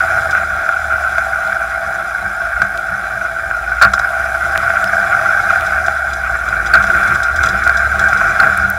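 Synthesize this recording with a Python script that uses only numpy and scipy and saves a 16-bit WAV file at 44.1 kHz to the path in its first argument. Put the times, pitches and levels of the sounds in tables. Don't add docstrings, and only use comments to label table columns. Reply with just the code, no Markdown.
import sys
import numpy as np
from scipy.fft import rfft, irfft, next_fast_len
from scipy.io import wavfile
from scipy.ndimage import uniform_filter1d, map_coordinates

SR = 44100
rng = np.random.default_rng(int(sys.argv[2]) if len(sys.argv) > 2 else 0)


def persist_wave(psi):
    counts = np.round(np.clip(psi, -1, 1) * 32767).astype(np.int16)
    wavfile.write(sys.argv[1], SR, np.atleast_2d(counts).T)


N = 387198

# time_s, firing_hz
ENGINE_SPEED = [(0, 84), (.35, 78), (.7, 76.5), (1.1, 70), (1.6, 61), (2.05, 60), (2.8, 54), (3.1, 56.5),
                (3.65, 54.5), (4.05, 65), (4.4, 67), (4.9, 83.5), (5.3, 89.5), (5.5, 88), (5.8, 75),
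                (6.6, 56), (6.95, 62.5), (7.6, 65), (8.4, 80), (8.78, 75)]
# time_s, roughness (0-1)
ROUGHNESS = [(0, 0.22), (.2, 0.29), (.6, 0.06), (3.6, 0.15), (4.2, .12), (4.6, 0.28), (5.7, 0.35),
             (6.05, 0.12), (6.6, 0.48), (6.92, 0.92), (7.12, .9), (7.3, .3), (7.43, 0.85), (7.8, 0.57),
             (8.5, 0.73), (8.78, 0)]
# centre_hz, width_hz, gain_db
TUB_MODES = [(45.8, 7.9, -0.5), (75, 8.5, -0.5), (115.3, 13.2, -1.5), (195.1, 5.6, 0.5), (354.7, 17, -8)]
# centre_hz, width_hz, gain_db
RING_MODES = [(1137, 78, -7.5), (1228, 116, -7.5), (1408.4, 91, 4.5), (1560, 99.5, 2), (1903, 200, -14),
              (2163, 76, -12), (2323, 240, -16)]
# centre_hz, width_hz, gain_db
FITTING_MODES = [(3455, 200, 5.5), (3980, 120, 5), (4927, 126, 5.5), (5320, 90, 5.5), (5960, 310, 3.5),
                 (7025, 61, 6), (7540, 500, -4)]
# frequency_hz, gain_db
SILENCER_OUTLINE = [(300, -37.5), (520, -28.5), (600, -13), (668, 2.5), (725, -5.5), (785, 0), (825, -9.5),
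                    (870, -17), (1000, -21), (1400, -47.5)]


def amp(db):
    return 10 ** (np.asarray(db) / 20)


def unit(x):
    return x / np.sqrt(np.mean(x ** 2) + 1e-20)


def curves(rows):
    time_s, *columns = np.transpose(rows)
    return [np.interp(np.arange(N) / SR, time_s, column) for column in columns]


def wobble(rate_hz):
    knots = rng.standard_normal(int(N * rate_hz / SR) + 4)
    return map_coordinates(knots, [np.arange(N) * rate_hz / SR])


def noise():
    return rng.standard_normal(N)


def ring(x, modes):
    size = next_fast_len(len(x) + SR // 4)
    f = np.fft.rfftfreq(size, 1 / SR)
    response = 0
    for k, (centre, width, db) in enumerate(modes):
        damping = 1j * f * width
        response = response + (-1) ** k * amp(db) * damping / (centre ** 2 - f ** 2 + damping)
    return irfft(rfft(x, size) * response, size)[:len(x)]


def colour(x, outline):
    size = 2 * next_fast_len(len(x) // 2 + SR // 8)
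    hz, db = np.transpose(outline)
    log_f = np.log(np.fft.rfftfreq(size, 1 / SR) + 1)
    gain = amp(np.interp(log_f, np.log(hz), db))
    cepstrum = irfft(np.log(gain))
    cepstrum[1:size // 2] *= 2
    cepstrum[size // 2 + 1:] = 0
    return irfft(rfft(x, size) * np.exp(rfft(cepstrum)), size)[:len(x)]


def pulses(phase, scatter_db):
    at = np.flatnonzero(np.diff(np.floor(phase)) > 0)
    out = np.zeros(N)
    out[at] = amp(scatter_db * rng.standard_normal(len(at)))
    return out


def grains(rate_hz, scatter_db):
    return (rng.random(N) < rate_hz / SR) * amp(scatter_db * np.clip(noise(), -2, 2))


def gate(phase, depth_db):
    return amp(-depth_db * (phase % 1))


def add(track, time_s, sound, peak_db):
    part = track[max(round(time_s * SR), 0):][:len(sound)]
    part += (amp(peak_db) * sound / np.abs(sound).max())[:len(part)]


def level(db, octave_db=0, throttle_db=0, rough_db=0):
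    cruise_hz = 70
    # time_s, throttle (0-1)
    foot = [(0, 0.66), (.25, 0.62), (.5, 0.05), (1.3, 0.6), (1.85, 0.2), (3.95, 0), (4.1, 0.66),
            (4.7, 0.62), (5.65, 0.54), (6.0, 0.13), (6.75, 0.08), (7.05, .7), (7.3, 0), (8.1, 0.27),
            (8.78, 0)]
    (firing_hz,), (throttle,), (rough,) = curves(ENGINE_SPEED), curves(foot), curves(ROUGHNESS)
    revs_db = octave_db * np.log2(firing_hz / cruise_hz)
    return amp(db + revs_db + throttle_db * throttle + rough_db * rough)


def shaken(rate_hz):
    rough, = curves(ROUGHNESS)
    return np.flatnonzero(rng.random(N) < rate_hz * rough ** 2 / SR) / SR


def engine():
    cylinder_db = [0.5, 0.5, 2.5, 0.61]
    firing_hz, = curves(ENGINE_SPEED)
    firing = np.cumsum(firing_hz * (1 + 0.004025 * wobble(16))) / SR
    cylinder = amp(cylinder_db)[firing.astype(int) % len(cylinder_db)]
    return exhaust(firing, cylinder) + clatter(firing, cylinder) + fan(firing) + hiss(firing)


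def exhaust(firing, cylinder, near_pipe_db=10):
    # time_s, relative_db
    throb_level = [(0.0, -36), (0.44, -32), (0.73, -48), (0.8, -30), (1.93, -45), (2.57, -40), (3.45, -43),
                   (3.89, -26.5), (4.01, -40), (4.65, -29), (4.77, -37.5), (6.89, -28.5), (6.92, -42),
                   (7.95, -24), (8.41, -46), (8.78, -30)]
    throb_db, = curves(throb_level)
    pops = unit(pulses(firing + 0.005 * wobble(60), scatter_db=1.6) * cylinder)
    puffs = unit(noise() * gate(firing, depth_db=4) * cylinder)
    piped = unit(pops * amp(near_pipe_db * (firing.astype(int) % 2)))
    turbulence = level(5.5, throttle_db=-9)
    bark = unit(colour(piped + turbulence * puffs, SILENCER_OUTLINE)) * amp(0.88 * wobble(22))
    boom = unit(ring(pops + amp(2.5) * puffs, TUB_MODES))
    throb = unit(np.sin(2 * np.pi * firing) * amp(1.3 * wobble(5.4)))
    return (level(-29.5, octave_db=4.5, throttle_db=11) * bark
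            + amp(throb_db - 0.5) * throb
            + level(-44.5, octave_db=8) * boom)


def clatter(firing, cylinder):
    # frequency_hz, gain_db
    clatter_outline = [(400, -37), (950, -16.5), (1150, -2), (1620, -1.5), (1760, -3.5), (2400, -2.5),
                       (2700, -10.5), (3100, -13), (5000, -42), (12000, -63)]
    taps = unit(pulses(2 * firing + 0.058 * wobble(90), scatter_db=2) * cylinder)
    shake = gate(firing / 2, depth_db=3) * amp(1.6 * wobble(55))
    chatter = unit(grains(rate_hz=2200, scatter_db=1.5) * shake)
    blows = taps + amp(8.0) * chatter
    metal = np.zeros(N)
    for k, mode in enumerate(RING_MODES):
        metal += (-1) ** k * ring(blows * amp(1.31 * wobble(24)), [mode])
    gain = level(-19.0, octave_db=4.5, throttle_db=2.5, rough_db=8.0) * amp(0.61 * wobble(23))
    return gain * unit(colour(metal, clatter_outline))


def fan(firing, blades_per_firing=15.3, rms_db=-49.0):
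    phase = blades_per_firing * firing + 0.15 * wobble(11)
    return amp(rms_db) * unit(np.sin(2 * np.pi * phase) * amp(3.1 * wobble(7.5)))


def hiss(firing):
    # frequency_hz, gain_db
    air_outline = [(1500, -14), (2600, 7.5), (3300, 10), (4500, 3.5), (7000, 3.5), (8600, 4), (10200, 9.5),
                   (11500, 5), (13000, 1), (15500, -19)]
    air = unit(colour(noise() * gate(firing, depth_db=6.5), air_outline))
    return level(-46.5, octave_db=1.0, throttle_db=5.5, rough_db=3.5) * air


def knocks(contact_0db_s=0.021, longer_per_db=0.59, scrape=0.11, thud_db=-31, pipe_db=-15):
    # time_s, relative_db
    bumps = [(0.349, -1.5), (.431, -6.5), (.69, -5), (1.181, -0.5), (1.844, -16), (2.617, 0), (3.51, -4.5),
             (3.813, 3), (3.818, 3), (3.827, 3), (3.848, 2.5), (3.936, -0.5), (3.978, -4.5), (3.995, -3.5),
             (4.557, -1.5), (4.702, -3), (5.557, -2), (5.881, -1.5), (6.736, 4), (6.744, -1), (6.84, -2.5),
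             (6.901, -2), (6.998, -17), (7.008, -2), (7.12, -5), (7.436, -1.5), (7.664, 1.5), (7.693, -0.5),
             (8.128, 0), (8.212, -0.5), (8.398, 3.5), (8.429, 2.5)]
    # frequency_hz, gain_db
    cushion = [(400, -8.5), (1000, -3.5), (1600, -1.5), (1900, -2.5), (2600, -6), (5000, -30), (12000, -44)]
    jolts = [(s, -8) for s in shaken(rate_hz=7)]
    out, t = np.zeros(N), np.arange(SR // 6) / SR
    for s, db in bumps + jolts:
        grind_s = contact_0db_s * np.exp(longer_per_db * db)
        blow = (t == 0) + scrape * rng.standard_normal(len(t)) * amp(-60 * t / grind_s)
        add(out, s, colour(ring(blow, RING_MODES), cushion), db + 0.5)
        add(out, s, colour(blow, SILENCER_OUTLINE), db + pipe_db)
        add(out, s, ring(blow, TUB_MODES), db + thud_db)
    return out


def thuds():
    # time_s, peak_db, length_s
    ruts = [(1.85, -30, 0.072), (2.23, -27, .09), (2.6, -24, 0.085), (2.89, -24, 0.1), (3.13, -29, 0.082),
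            (3.84, -19, .12), (4.572, -27, 0.028), (4.84, -23, 0.034), (7.08, -23, 0.19), (8.2, -27, 0.29),
            (8.6, -20.5, .2)]
    out = np.zeros(N)
    for s, db, length_s in ruts:
        window = np.hanning(round(length_s * SR))
        push = np.pad(window * rng.standard_normal(len(window)), (0, SR // 5))
        add(out, s - length_s / 3, ring(push, TUB_MODES[1:4]), db)
    return out


def chinks(t60_s=0.057):
    # start_s, relative_db
    hits = [(1.181, -31), (2.618, -28), (3.821, -13.5), (3.935, -16.5), (3.991, -24), (5.862, -26.5),
            (6.132, -25.5), (6.66, -26.5), (7.075, -25), (7.152, -28), (7.231, -20.5), (7.433, -18.5),
            (7.459, -19.5), (7.487, -18.5), (7.637, -26), (7.77, -22), (7.993, -20.5)]
    faint = [(s, -27) for s in shaken(rate_hz=10)]
    out, t = np.zeros(N), np.arange(SR // 10) / SR
    for s, db in hits + faint:
        buzz = rng.standard_normal(len(t)) * amp(-60 * t / t60_s)
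        add(out, s, ring(buzz, FITTING_MODES), db + 4.5)
    return out


def squeaks(length_s=0.013, waver=0.018):
    # time_s, peak_db, pitch_hz
    rubs = [(4.637, -33, 5140), (4.819, -33, 7550), (4.875, -27, 5200), (6.368, -34, 7600),
            (7.139, -34, 5300), (8.042, -33, 7650)]
    out, window = np.zeros(N), np.hanning(round(length_s * SR))
    for s, db, hz in rubs:
        drift = unit(uniform_filter1d(rng.standard_normal(len(window)), size=60))
        pitch_hz = hz * (1 + waver * drift)
        add(out, s - length_s / 4, window * np.sin(2 * np.pi * np.cumsum(pitch_hz) / SR), db)
    return out


def ticks(t60_s=0.0012):
    # start_s, peak_db, pitch_hz
    clicks = [(1.476, -17, 3740), (2.776, -11.5, 3450), (4.577, -1.5, 2492), (4.843, -4.5, 2500),
              (5.61, -10, 2507), (7.677, -6, 3920), (8.576, -6.5, 10200), (8.702, -4.5, 12600)]
    out, t = np.zeros(N), np.arange(SR // 100) / SR
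    for s, db, hz in clicks:
        add(out, s, np.cos(2 * np.pi * hz * t) * amp(-60 * t / t60_s), db)
    return out


def rolling(dip_s=0.09):
    # centre_s, swell_db
    dips = [(.55, 8), (2.569, 11), (3.5, 5), (5.7, 8), (6.3, 8), (7.359, 11), (8.66, 12)]
    # frequency_hz, gain_db
    tyre_outline = [(20, -20), (33, -12), (45, -9), (60, 9), (90, 6), (160, 4.5), (260, -10.5), (500, 1.5),
                    (1000, -6), (3000, -28)]
    t = np.arange(N) / SR
    swell_db = sum(db * np.exp(-((t - s) / dip_s) ** 2) for s, db in dips)
    tyres = unit(colour(noise(), tyre_outline))
    sway = unit(ring(noise(), TUB_MODES[:2]))
    drum = unit(ring(noise(), TUB_MODES[2::2]))
    pan = unit(ring(noise(), [TUB_MODES[3]]))
    rumble_gain = level(-43.0, octave_db=3.0, rough_db=15.5) * amp(2.4 * wobble(15))
    rumble = rumble_gain * (amp(-2.5) * tyres + amp(-4.5) * drum)
    boom = level(-45.5, rough_db=13) * amp(swell_db) * sway
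    hum = level(-52.5, octave_db=7, rough_db=20.5) * pan
    rattles = unit(sum(ring(noise() * amp(2.5 * wobble(40)), [mode]) for mode in FITTING_MODES))
    jingle = level(-44.0, octave_db=7, rough_db=6.0) * amp(wobble(40)) * rattles
    return rumble + boom + hum + jingle


def scene():
    mix = engine() + knocks() + thuds() + chinks() + squeaks() + ticks() + rolling()
    return mix[None]


def record(dry):
    top_hz = 15900
    clipped = np.clip(dry, -1, 1)
    passed = np.fft.rfftfreq(N, 1 / SR) < top_hz
    return irfft(rfft(clipped) * passed, N)


dry = scene()
out = record(dry)
persist_wave(out)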